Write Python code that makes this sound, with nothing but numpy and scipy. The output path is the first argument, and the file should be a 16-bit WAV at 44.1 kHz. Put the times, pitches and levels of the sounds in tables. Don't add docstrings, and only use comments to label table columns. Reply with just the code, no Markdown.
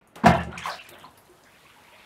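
import sys
import numpy as np
from scipy import signal
from scipy.fft import rfft, irfft, next_fast_len
from scipy.io import wavfile
from scipy.ndimage import uniform_filter1d, map_coordinates

SR = 44100
rng = np.random.default_rng(int(sys.argv[2]) if len(sys.argv) > 2 else 0)


def int16_out(signal):
    q = np.round(np.clip(np.atleast_2d(signal).T, -1, 1) * 32767)
    wavfile.write(sys.argv[1], SR, q.astype(np.int16))


def nominal_scale(level):
    x = np.asarray(level, float) / 20
    return 10 ** x


N = 90404

# (frequency [Hz], density [dB per Hz])
HUM_SPECTRUM = [(30, -1), (70, -4.5), (200, -3.5), (620, -6.5), (1200, -9.5), (2500, -17), (5000, -34),
                (16000, -43)]
HUM_DB = -59

# (time [s], peak [dB], centre [Hz])
DROPLETS = [(0.0743, -46, 8650), (0.157, -36, 9300), (.373, -39, 8300), (0.435, -36, 6650),
            (.5203, -48, 6600), (0.582, -26.5, 6240), (.757, -39, 7400), (.838, -43.5, 7870),
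            (0.867, -40, 5140), (0.89, -32, 11200), (0.986, -43.5, 10400), (0.9976, -42, 6240),
            (1.031, -46, 9000), (1.11, -48.5, 9900), (1.1753, -46, 12500), (1.176, -42, 4400),
            (1.2542, -47.5, 9200), (1.299, -52, 8850), (1.375, -54, 5500), (1.437, -43.5, 5450)]
DROPLET_T60_S, DROPLET_WIDTH_NEPER, DROPLET_DIRECT_DB = 0.014, 0.3, -8

# (frequency [Hz], level [dB], t60 [s])
LOW_MODES = [(76.3, -12.5, 0.58), (126.74, -10.5, 0.4), (173.6, -2, 0.17), (228.7, -3.5, 0.23),
             (323, -23, 0.29)]
HIGH_MODES = [(450, -26.5, 0.3), (652, -10, 0.31), (709.6, 2.5, 0.1), (779.3, -3.5, 0.14), (805, -17, 0.53),
              (954.4, -17, 0.35), (1342, -17.5, 0.43), (1560, -18.5, 0.33), (1705, -12.5, 0.18),
              (1793, -18.5, 0.24), (2110, -25, 0.5), (2133, -20, 0.25)]
# (time [s], level [dB], rise [s])
LOW_BLOWS = [
    (0.154, -46.5, 0.005),
    (0.2374, -32, 0.0043),
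    (0.2612, -11, 0.0045),
    (0.2844, -13, 0.0036),
]
# (time [s], level [dB], rise [s])
HIGH_BLOWS = [
    (.2575, -8.5, 0.00067),
]
MODE_WANDER, MODE_WANDER_HZ, MODE_STEADY_S = 1.3, 35, 0.1

# (time [s], level [dB], rise [s], t60 [s], corner [Hz])
TORN_WATER = [(.156, -40.5, 0.00041, 0.042, 5200), (0.157, -40.5, 0.0038, 0.5, 1290),
              (0.236, -20, 0.0034, 0.28, 820), (0.2572, -15, 0.0012, 0.22, 1660),
              (0.258, -32, 0.00084, 0.12, 7100), (0.334, -44, 0.008, 0.11, 6300),
              (0.377, -35, 0.027, 0.27, 2230), (0.575, -40, 0.0068, 0.075, 5900),
              (0.633, -40.5, 0.022, 0.46, 6860), (0.664, -42, 0.0019, 0.19, 8900),
              (.86, -48, 0.092, 0.91, 450), (0.999, -45, 0.062, 0.33, 350),
              (0.888, -44.5, 0.00067, 0.068, 13000), (1.172, -49, .004, 0.087, 1500)]
TORN_WATER_SLOPE = 2.3

# (time [s], pitch [Hz], peak [dB], life [cycles])
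SPLASH_BUBBLES = [(0.2348, 1476, -19, 7.7), (.236, 208.6, -6.5, 6.1), (.239, 973, -11.5, 6.3),
                  (.2385, 590, -30, 1.5), (.2608, 695, -1, 5), (.279, 683, -15.5, 12),
                  (.325, 653, -9.5, 8.1), (0.349, 916, -14.5, 11.4), (0.389, 167.4, -19.5, 6.4),
                  (0.466, 166.2, -26.5, 7.9), (.472, 555, -24, 4), (0.318, 1680, -14.5, 10.4),
                  (.388, 1670, -24, 28), (0.406, 2780, -25.5, 11.5), (.478, 359, -33.5, 18),
                  (0.527, 1344, -28.5, 18.5), (.552, 1470, -36, 23), (0.529, 2880, -42, 8),
                  (.542, 715, -28, 8.7), (0.56, 982, -29.5, 12), (0.5759, 2374, -22, 21),
                  (0.578, 6300, -31.5, 18), (0.602, 2560, -34, 16), (0.626, 3137, -32.5, 43),
                  (0.638, 6140, -38, 44), (.656, 1009, -11, 8.3), (0.668, 840, -11.5, 1.85),
                  (0.689, 1495, -34, 73), (0.698, 4470, -26, 22), (0.715, 3930, -26.5, 18),
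                  (0.719, 1365, -29.5, 9.6), (.722, 625, -21.5, 5.8), (0.898, 3630, -45, 19)]
LATE_BUBBLES = [(.9, 341, -47, 15), (.92, 584, -36.5, 10.2), (1.044, 980, -32, 7.3),
                (1.049, 4000, -42.5, 29), (1.29, 346, -46, 20), (1.169, 230, -51, 4),
                (1.26, 3860, -53.5, 20), (1.436, 4850, -52, 28), (1.469, 1550, -45, 12),
                (1.498, 2000, -47.5, 14), (1.547, 2500, -47.5, 20), (1.652, 1043, -43, 12.4),
                (1.666, 2490, -42.5, 18), (1.697, 1420, -46.5, 16), (1.848, 2170, -44.5, 17),
                (1.98, 4100, -52, 25), (1.923, 2060, -46, 14), (1.925, 599, -48.5, 35),
                (2.022, 980, -50, 17)]
PITCH_RISE, ONSET_CYCLES = 0.12, 2.1
SATELLITE_DB, SATELLITE_SCATTER_DB, SATELLITE_DELAY_S, SATELLITE_SPREAD = -7, 3, 0.044, 0.067
LONE_BELOW_HZ = 450

# (time [s], level [dB], middle bubble pitch [Hz])
CHURN_COURSE = [(0.251, -43, 1405), (0.299, -30, 1264), (0.411, -41, 1210), (0.47, -64.5, 940),
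                (0.521, -45.5, 1208), (0.579, -48, 2130), (0.651, -37.5, 1924), (0.679, -31.5, 1181),
                (0.73, -43.5, 1610), (0.781, -49.5, 2080), (0.831, -50.5, 2654), (0.952, -50.5, 1480),
                (1.029, -56.5, 1474), (1.063, -55.5, 1170), (1.098, -65.5, 935), (1.43, -64.5, 1078),
                (1.5, -60, 2080), (2.05, -56, 2020)]
CHURN_LIFE_CYCLES, CHURN_SPREAD, CHURN_SIZE_DB = 7, 0.45, 1.5
STRENGTH_CAP = 2.2
# (frequency [Hz], density [dB per Hz])
SPRAY_SPECTRUM = [(120, -49), (400, 5), (1000, -15), (3000, 4.5), (6000, -21), (11000, -20.5),
                  (16000, -40.5)]
SPRAY_DB = -8.5

# (time [s], level [dB], rise [s], t60 [s], centre [Hz], width [octaves])
FROTH_CLOUDS = [(0.377, -37, 0.0065, 0.21, 2710, 0.096), (.385, -38, .004, 0.18, 1760, 0.18),
                (0.574, -38.5, 0.0015, 0.23, 2430, 0.37), (.615, -35.5, 0.0087, 0.22, 1794, 0.24),
                (.666, -35.5, 0.0014, 0.25, 790, 0.54), (0.686, -35, 0.0077, 0.15, 1540, 0.089),
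                (0.698, -42, 0.0019, 0.22, 5000, 0.18), (0.715, -40.5, .003, 0.25, 3900, 0.18),
                (.765, -50.5, 0.0068, 0.38, 640, 0.046), (.786, -36, 0.0054, 0.16, 2730, 0.15),
                (.84, -50, 0.0048, 0.32, 2430, 0.1), (0.939, -48.5, 0.0031, 0.15, 2880, 0.23),
                (1.0, -48, 0.011, 0.25, 3030, 0.22), (1.033, -37, 0.0095, 0.16, 930, .35),
                (1.173, -54, 0.0018, 0.14, 11200, 0.19), (1.365, -62, .004, .15, 3100, .2),
                (1.452, -55, 0.0059, 0.27, 1800, .25), (1.5, -59, 0.025, 0.53, 2380, .2),
                (1.55, -60, .04, .8, 3500, .25), (1.63, -57, 0.017, .5, 2200, .12),
                (1.649, -61, .02, 0.34, 3300, .15), (1.755, -55, 0.0054, 0.44, 914, .1),
                (1.86, -56, 0.014, 1.2, 923, 0.14), (1.9, -54.5, .03, 1.3, 2310, .2),
                (1.952, -60, .03, 1.1, 3650, 0.31)]

# (frequency [Hz], density [dB per Hz])
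FIZZ_SPECTRUM = [(1500, -37), (3000, 0), (6000, -3.5), (11000, -4), (14000, -8), (16000, -14)]
FIZZ_DB, FIZZ_POP_DB, FIZZ_START_S, FIZZ_RISE_S = -65.5, -7, 0.64, 1

# (frequency [Hz], t60 [s])
ROOM_T60 = [(150, 0.69), (800, 0.28), (3000, 0.037), (8000, 0.21), (15000, 0.25)]
WATER_WET_DB, SHELL_WET_DB, ROOM_GAP_S = -8.5, -15, 0.0049

# (time [s], length [s], from [Hz], to [Hz])
BAND_LOSSES = [(.326, .009, 3800, 20000), (.389, .011, 3800, 20000), (.794, .008, 5200, 20000),
               (.79, .014, 3350, 3750), (.79, .014, 1750, 2200), (.787, .018, 750, 1300),
               (.787, .018, 250, 520), (.923, .006, 4300, 20000), (.915, .02, 3000, 3500)]
BAND_LOSS_DB = -45
# (frequency [Hz], gain [dB])
BAND_TOP = [(15720, 0), (15800, -24), (16400, -28), (16500, -90)]
MIC_LOW_HZ, MIC_TOP_HZ, START_S = 52, 19000, 0.0115


def unit(x):
    return x / np.sqrt(np.mean(x ** 2) + 1e-20)


def along(points, hz):
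    f, v = np.transpose(points)
    return np.interp(np.log(hz + 1), np.log(f + 1), v)


def filtered(x, response):
    m = next_fast_len(len(x) + 8192)
    spectrum = rfft(x, m) * response(np.fft.rfftfreq(m, 1 / SR))
    return irfft(spectrum, m)[:len(x)]


def hiss(spectrum, patchy_db):
    z = signal.stft(rng.standard_normal(N), nperseg=256)[2]
    field = uniform_filter1d(rng.standard_normal(z.shape), 5, 0)
    field = unit(uniform_filter1d(field, 8, 1))
    x = signal.istft(z * nominal_scale(patchy_db * field), nperseg=256)[1][:N]
    return unit(filtered(x, lambda hz: nominal_scale(along(spectrum, hz))))


def add(out, s, x):
    part = out[round(s * SR):][:len(x)]
    part += x[:len(part)]


def swell(t, db, rise, t60):
    return nominal_scale(db - 60 * t / t60) * -np.expm1(-t / rise)


def bubbles(s, hz, db, cycles, size):
    s, hz, db, cycles = (np.asarray(v)[:, None] for v in (s, hz, db, cycles))
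    n = np.arange(size)
    turns = hz * n / SR
    age = turns / cycles
    envelope = nominal_scale(db - 20 * age) * -np.expm1(-turns / ONSET_CYCLES)
    wave = envelope * np.sin(2 * np.pi * turns * (1 + PITCH_RISE * np.tanh(age) / 2))
    place = (s * SR).astype(int) + n
    return np.bincount(place.ravel(), wave.ravel(), N + size)[:N]


def house_hum():
    return nominal_scale(HUM_DB) * hiss(HUM_SPECTRUM, patchy_db=1)


def droplets():
    out, t = np.zeros(N), np.arange(SR // 20) / SR
    for s, db, hz in DROPLETS:
        noise = filtered(rng.standard_normal(len(t)),
                         lambda f: np.exp(-.5 * (np.log((f + 1) / hz) / DROPLET_WIDTH_NEPER) ** 2))
        add(out, s, nominal_scale(db - 60 * t / DROPLET_T60_S) * unit(noise))
    return out


def tub_shell():
    out, t = np.zeros(N), np.arange(SR) / SR
    wander = MODE_WANDER * -np.expm1(-t / MODE_STEADY_S)
    for modes, blows in ((LOW_MODES, LOW_BLOWS), (HIGH_MODES, HIGH_BLOWS)):
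        knots = rng.standard_normal((len(modes), 2, 100))
        ring = 0
        for k, (hz, db, t60) in enumerate(modes):
            sway, slip = (wander * map_coordinates(v, [t * MODE_WANDER_HZ]) for v in knots[k])
            level = nominal_scale(db - 60 * t / t60 + 1.5 * sway)
            ring = ring + (-1) ** k * level * np.sin(2 * np.pi * hz * t + slip)
        for s, db, rise in blows:
            add(out, s, nominal_scale(db) * ring * -np.expm1(-t / rise))
    return out


def torn_water():
    out, t = np.zeros(N), np.arange(SR // 2) / SR
    for s, db, rise, t60, hz in TORN_WATER:
        noise = filtered(rng.standard_normal(len(t)),
                         lambda f: f * f / (f * f + (0.2 * hz) ** 2) / (1 + (f / hz) ** TORN_WATER_SLOPE))
        add(out, s, swell(t, db, rise, t60) * unit(noise))
    return out


def single_bubbles(count):
    s, hz, db, cycles = np.transpose([*SPLASH_BUBBLES, *LATE_BUBBLES])[:, :, None]
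    draw = np.clip(rng.standard_normal((len(s), 3, count)), -2, 2)
    wait = SATELLITE_DELAY_S * np.abs(draw[:, 0])
    cloud_s = s + 0.0037 + wait
    cloud_hz = hz * np.exp(SATELLITE_SPREAD * draw[:, 1])
    cloud_db = db + SATELLITE_DB - 60 * (hz < LONE_BELOW_HZ)
    cloud_db = cloud_db - 6 * wait / SATELLITE_DELAY_S + SATELLITE_SCATTER_DB * draw[:, 2]
    cloud = (cloud_s, cloud_hz, cloud_db, 0.54 * cycles + 0 * wait)
    leaders = bubbles(s[:, 0], hz[:, 0], db[:, 0], cycles[:, 0], size=6000)
    return leaders + bubbles(*(v.ravel() for v in cloud), size=3000)


def churn(count):
    at, level_db, pitch_hz = np.transpose(CHURN_COURSE)
    draw = np.clip(rng.standard_normal((count, 2)), -2, 2)
    s = rng.uniform(0, N / SR, count)
    hz = np.interp(s, at, pitch_hz) * np.exp(CHURN_SPREAD * draw[:, 0])
    hz = np.clip(hz, 250, 12000)
    strength = np.minimum(rng.exponential(1, count), STRENGTH_CAP)
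    size_db = CHURN_SIZE_DB * strength - 0.5 * draw[:, 0] ** 2
    cycles = CHURN_LIFE_CYCLES * np.exp(0.27 * draw[:, 1])
    swarm = unit(bubbles(s, hz, size_db, cycles, size=1200))
    gain = nominal_scale(np.interp(np.arange(N) / SR, at, level_db, left=-120))
    return gain * (swarm + nominal_scale(SPRAY_DB) * hiss(SPRAY_SPECTRUM, patchy_db=6.0))


def froth():
    out, t = np.zeros(N), np.arange(SR // 2) / SR
    for s, db, rise, t60, hz, octaves in FROTH_CLOUDS:
        noise = filtered(rng.standard_normal(len(t)),
                         lambda f: np.exp(-.5 * (np.log2((f + 1) / hz) / octaves) ** 2))
        add(out, s, swell(t, db, rise, t60) * unit(noise))
    return out


def fizz(count):
    t = np.arange(N) / SR
    strength = rng.standard_normal(count) * np.minimum(rng.exponential(1, count), STRENGTH_CAP)
    pops = np.bincount(rng.integers(0, N, count), strength, N)
    pops = unit(filtered(pops, lambda hz: nominal_scale(along(FIZZ_SPECTRUM, hz))))
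    even = hiss(FIZZ_SPECTRUM, patchy_db=0.4)
    growth = np.sqrt(np.clip((t - FIZZ_START_S) / FIZZ_RISE_S, 0, 1))
    return nominal_scale(FIZZ_DB) * growth * (even + nominal_scale(FIZZ_POP_DB) * pops)


def room():
    hz, t, z = signal.stft(rng.standard_normal(SR // 2), SR, nperseg=256)
    decay = nominal_scale(-60 * t / along(ROOM_T60, hz)[:, None])
    tail = signal.istft(z * decay, SR, nperseg=256)[1]
    return np.pad(tail / np.linalg.norm(tail), (round(ROOM_GAP_S * SR), 0))


def scene():
    hum, drops, tub = house_hum(), droplets(), tub_shell()
    water = torn_water() + single_bubbles(count=16) + churn(count=4000) + froth() + fizz(count=1500)
    water_wet = nominal_scale(WATER_WET_DB) * signal.fftconvolve(water + drops, room())[:N]
    tub_wet = nominal_scale(SHELL_WET_DB) * signal.fftconvolve(tub, room())[:N]
    direct = tub + water + nominal_scale(DROPLET_DIRECT_DB) * drops
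    return (direct + water_wet + tub_wet + hum)[None]


def roll_off(x):
    return signal.sosfilt(signal.butter(12, 16460, fs=SR, output="sos"), x)


def record(dry):
    mic = signal.butter(3, [MIC_LOW_HZ, MIC_TOP_HZ], "band", fs=SR, output="sos")
    heard = signal.sosfilt(mic, dry[0])
    t = np.arange(N) / SR
    for s, length, low_hz, high_hz in BAND_LOSSES:
        gap = uniform_filter1d(1. * ((t > s) & (t < s + length)), size=260)
        band = filtered(heard, lambda f: (f > low_hz) & (f < high_hz))
        heard = heard - (1 - nominal_scale(BAND_LOSS_DB)) * gap * band
    mix = filtered(heard * (t > START_S), lambda f: nominal_scale(along(BAND_TOP, f)))
    return roll_off(mix)


dry = scene()
out = record(dry)
int16_out(out)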